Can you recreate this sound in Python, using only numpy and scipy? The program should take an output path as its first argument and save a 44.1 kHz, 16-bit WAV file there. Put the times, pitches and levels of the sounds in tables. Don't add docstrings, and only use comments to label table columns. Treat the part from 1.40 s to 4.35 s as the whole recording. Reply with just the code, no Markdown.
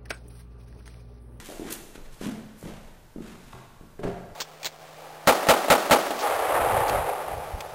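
import sys
import numpy as np
from scipy import signal
from scipy.fft import rfft, irfft, next_fast_len
from scipy.io import wavfile
from scipy.ndimage import map_coordinates

SR = 44100
rng = np.random.default_rng(int(sys.argv[2]) if len(sys.argv) > 2 else 0)


def gain_from_db(level_db):
    decades = np.asarray(level_db, float) / 20
    return 10 ** decades


def waveform_to_disk(signal):
    frames = np.transpose(np.atleast_2d(signal))
    scaled = np.clip(frames, -1, 1) * 32767
    samples = np.round(scaled).astype(np.int16)
    wavfile.write(sys.argv[1], SR, samples)


N = 130095


def along(points, hz):
    point_hz, value = np.transpose(points)
    return np.interp(np.log(hz + 1), np.log(point_hz + 1), value)


def unit(x):
    return x / np.sqrt(np.mean(x ** 2) + 1e-20)


def coloured(x, gain_db):
    size = next_fast_len(len(x) + 8192)
    gain = gain_from_db(gain_db(np.fft.rfftfreq(size, 1 / SR)))
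    return irfft(rfft(x, size) * gain, size)[:len(x)]


def add(out, start_s, x):
    start = round(start_s * SR)
    x = x[max(-start, 0):]
    part = out[max(start, 0):][:len(x)]
    part += x[:len(part)]


# pitch_hz, relative level_db
AIR_TONE = [(41, -47), (70, 4), (655, -6), (899, -4), (1290, -13), (1480, -7.5), (2030, -16),
            (15500, -22.5)]
# pitch_hz, relative level_db
RUMBLE_TONE = [(7.1, -61), (12, 9.5), (25, 13), (54, -5.5), (110, -17), (140, 1), (240, -120)]
# time_s, level_db
RUMBLE_LEVEL = [(0.0, -48.5), (0.73, -46.5), (0.77, -52), (0.87, -47), (0.92, -60), (1.08, -47),
                (1.21, -59), (1.27, -46.5), (1.71, -54.5), (1.81, -45), (2.0, -58), (2.05, -48),
                (2.59, -52), (2.64, -40), (2.89, -60), (2.95, -53)]


def background():
    t = np.arange(N) / SR
    air = unit(coloured(rng.standard_normal(N), lambda hz: along(AIR_TONE, hz)))
    sway_db = 1.5 * map_coordinates(rng.standard_normal(40), [t * 8])
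    rumble = coloured(rng.standard_normal(N), lambda hz: along(RUMBLE_TONE, hz))
    rumble = unit(gain_from_db(sway_db) * rumble)
    rumble_db = np.interp(t, *np.transpose(RUMBLE_LEVEL))
    return gain_from_db(-57) * air + gain_from_db(rumble_db) * rumble


# pitch_hz, time to fall by 60 dB_s
SHED_FADE = [(100, 1.88), (210, 1.13), (500, 1.23), (1500, 1.53), (4000, 1.36), (12000, 0.76)]
# pitch_hz, relative level_db
SHED_COLOUR = [(60, 3), (150, 0.5), (210, -17), (300, -7), (600, 1.5), (2000, 3), (12000, 3)]


def tail():
    build_s = 0.025
    hz, t, noise = signal.stft(rng.standard_normal(SR * 3 // 4), SR, nperseg=512)
    build = 1 - np.exp(-(t / build_s) ** 2)
    level_db = along(SHED_COLOUR, hz)[:, None] - 60 * t / along(SHED_FADE, hz)[:, None]
    echo = signal.istft(noise * build * gain_from_db(level_db), SR, nperseg=512)[1]
    return echo / np.linalg.norm(echo)


# usual delay_s, level_db before dulling
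WALLS = [(.011, -12), (.0235, -4), (.032, -9), (.045, -10), (.06, -10)]
# pitch_hz, usual level_db, time to fall by 60 dB_s
SHED_MODES = [(129, -55, 0.87), (179.7, -54, 0.64), (213.3, -57, 0.94), (229.4, -56.5, 0.79),
              (325.3, -55.5, 0.39)]


def shed(x, tail_db):
    wall_dull_hz = 2530
    t = np.arange(SR * 3 // 4) / SR
    walls = np.zeros(SR // 10)
    for delay_s, db in WALLS:
        walls[round(delay_s * SR * rng.normal(1, 0.04))] += gain_from_db(db)
    walls = coloured(walls, lambda f: -6 * np.log2(1 + (f / wall_dull_hz) ** 2))

    room = gain_from_db(tail_db) * tail()[:len(t)]
    for hz, db, fade_s in SHED_MODES:
        room += gain_from_db(db + rng.normal(0, 1.6) - 60 * t / fade_s) * np.sin(2 * np.pi * hz * t)
    add(room, 0, walls)
    room[0] += 1
    return signal.fftconvolve(x, room)


SCUFF_TAIL_DB = -9.5
# peak_s, rise_s, fall_s, level_db, brightness_db per octave
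SCUFFS = [(.002, 0.028, 0.042, -47, -1), (.15, 0.19, 0.24, -60, 1.5), (.085, 0.045, 0.13, -46, 1),
          (.285, 0.054, 0.079, -46.5, -3), (0.311, 0.013, .02, -41.5, 2.5), (.333, 0.015, 0.021, -35, 5),
          (.558, .01, 0.01, -46.5, -2), (.66, 0.014, .02, -54, -4), (.735, 0.018, 0.11, -57, 1),
          (.845, 0.035, 0.068, -42, -2), (1.2, 0.028, 0.064, -54.5, 5), (1.28, 0.053, 0.12, -50, -3),
          (1.87, 0.058, 0.16, -52, -2.5), (2.15, 0.18, 0.12, -58, -1.5), (2.598, 0.0061, 0.0098, -55, -2),
          (2.642, 0.012, 0.081, -44, -5.5)]
# pitch_hz, relative level_db
GRIT_TONE = [(300, -24), (800, -0.5), (2000, 1), (3500, -0.5), (5000, -4), (7000, -2.5), (10000, -4),
             (13000, -8.5), (15500, -15.5)]


def scuffs():
    grains_per_s, grain_spread_db, grain_share = 1500, 3, 0.4
    clumps_per_s, clump_db = 200, 2
    out = np.zeros(N)
    t = np.arange(-SR // 4, SR // 3) / SR
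    for peak_s, rise_s, fall_s, db, tilt_db in SCUFFS:
        hits = rng.random(len(t)) < grains_per_s / SR
        grain_level = gain_from_db(grain_spread_db * rng.standard_normal(len(t)))
        grains = hits * grain_level * rng.standard_normal(len(t))
        raw = grain_share * unit(grains) + (1 - grain_share) * rng.standard_normal(len(t))
        rub = unit(coloured(raw, lambda hz: along(GRIT_TONE, hz) + tilt_db * np.log2((hz + 100) / 3000)))
        clumps = gain_from_db(clump_db * map_coordinates(rng.standard_normal(200), [(t - t[0]) * clumps_per_s]))
        swell = np.where(t < 0, np.exp(-(t / rise_s) ** 2), np.exp(-t / fall_s * (t > 0)))
        add(out, peak_s + t[0], shed(gain_from_db(db) * rub * clumps * swell, SCUFF_TAIL_DB))
    return out


# start_s, peak level_db before the shed answers
SNAPS = [(.0755, -35), (0.326, -20), (.338, -24), (0.8188, -38), (0.869, -30)]


def snaps():
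    out, t = np.zeros(N), np.arange(SR // 100) / SR
    for start_s, db in SNAPS:
        noise = np.diff(rng.standard_normal(len(t) + 1))
        crack = noise * gain_from_db(-60 * t / 0.003)
        add(out, start_s, shed(gain_from_db(db) * crack / np.abs(crack).max(), SCUFF_TAIL_DB))
    return out


def thump(blow_db):
    t = np.arange(SR // 5) / SR
    return gain_from_db(blow_db - 16) * np.sin(2 * np.pi * 47 * t) * np.exp(-t / 0.017)


# start_s, peak level_db of the ring, most favoured pitch_hz,
# favoured range_octaves
KNOCKS = [(2.1295, -32, 1100, 0.37), (2.161, -45, 1010, 0.53), (2.14, -40.5, 125, 0.45),
          (2.148, -43, 353, 0.31), (2.186, -43.5, 1010, 0.75), (2.5905, -43, 1280, 0.35),
          (2.593, -29, 385, 0.58), (2.6335, -25, 850, 0.76), (2.637, -25, 403, 1), (2.651, -20, 233, 1.27),
          (2.678, -29.5, 300, 2)]
# usual pitch_hz, usual relative level_db, time to fall by 60 dB_s
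PLASTIC = [(125, -3, 0.056), (187, -0.5, 0.073), (235, 3.5, 0.034), (280, -0.5, 0.074), (348, -5, 0.11),
           (392, 6.5, 0.07), (602, -2, 0.073), (680, 4, 0.042), (869, -4.5, 0.034), (931, -7, 0.041),
           (1100, -3, 0.022), (1345, -7.5, 0.03), (1626, -1, 0.024), (2004, -1.5, 0.039)]


def knocks():
    crack_db, crack_s = -11, 0.024
    tail_db = -0.5
    out, t = np.zeros(N), np.arange(SR // 4) / SR
    for start_s, db, centre_hz, octaves in KNOCKS:
        ring = np.zeros(len(t))
        for hz, tone_db, fade_s in PLASTIC:
            favour_db = -4.5 * (np.log2(hz / centre_hz) / octaves) ** 2
            level_db = tone_db + favour_db + rng.normal(0, 1) - 60 * t / fade_s
            ring += gain_from_db(level_db) * np.sin(2 * np.pi * hz * rng.normal(1, 0.01) * t)
        ring *= 1 - np.exp(-t / 0.00152)

        def crack_tone_db(f):
            treble_db = -9 * np.log2(1 + (f / (2 * centre_hz)) ** 2)
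            bass_db = -6 * np.log2(1 + (centre_hz / (f + 1)) ** 2)
            return treble_db + bass_db

        noise = unit(coloured(rng.standard_normal(len(t)), crack_tone_db))
        crack = gain_from_db(crack_db - 60 * t / crack_s) * noise
        add(out, start_s, shed(gain_from_db(db) * (ring / np.abs(ring).max() + crack), tail_db))
        add(out, start_s, thump(db))
    return out


# start_s, peak level_db of the ring, settled pitch_hz, ring length_cycles
THUDS = [(-.12, -27, 280, 1.1), (0.088, -31.5, 317, 1.55), (.092, -37, 500, 2.3), (.1005, -34, 598, 2.4),
         (0.1956, -24.5, 327, 1.6), (.252, -31, 316, 1), (0.27, -33, 306, 2.4), (0.555, -35.5, 300, 0.96),
         (0.8125, -22.5, 312, 0.82), (.822, -37, 215, 2), (0.838, -31, 206, 2.8),
         (0.8633, -22.5, 235, 2.17), (0.948, -40, 192, 1), (1.228, -31.5, 300, 0.76),
         (1.237, -36, 155, 1.1), (1.257, -31.5, 260, 0.92), (1.279, -33.5, 417, 0.6),
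         (1.292, -49.5, 128, 2.6), (1.7606, -27, 278.5, 1.2), (1.783, -30.5, 260, 1.2),
         (1.921, -38.5, 210, 1.9), (2.411, -37, 225, 0.69)]


def thuds():
    slap_db, slap_hz, slap_s = -13.5, 1200, 0.024
    attack_s, sag_s, tail_db = 0.001, 0.0014, 3.5
    out, t = np.zeros(N), np.arange(SR // 20) / SR
    for start_s, db, hz, cycles in THUDS:
        turns = hz * (t + 0.19 * 0.0023 * (1 - np.exp(-t / sag_s)))
        fade = np.exp(-(turns / cycles) ** 2)
        blow = np.sin(2 * np.pi * turns) * fade * (1 - np.exp(-t / attack_s))
        noise = coloured(rng.standard_normal(len(t)), lambda f: -12 * np.log2(1 + (f / slap_hz) ** 2))
        slap = unit(noise) * gain_from_db(slap_db - 60 * t / slap_s)
        add(out, start_s, shed(gain_from_db(db) * (blow / np.abs(blow).max() + slap), tail_db))
        add(out, start_s, thump(db))
    return out


def scene():
    return (background() + scuffs() + snaps() + knocks() + thuds())[None]


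def top_cut(x):
    return signal.sosfilt(signal.butter(12, 15660, fs=SR, output="sos"), x)


def record(dry):
    mix = coloured(dry[0], lambda hz: -120.0 * (hz > 15350))[None]
    return top_cut(mix)


dry = scene()
out = record(dry)
waveform_to_disk(out)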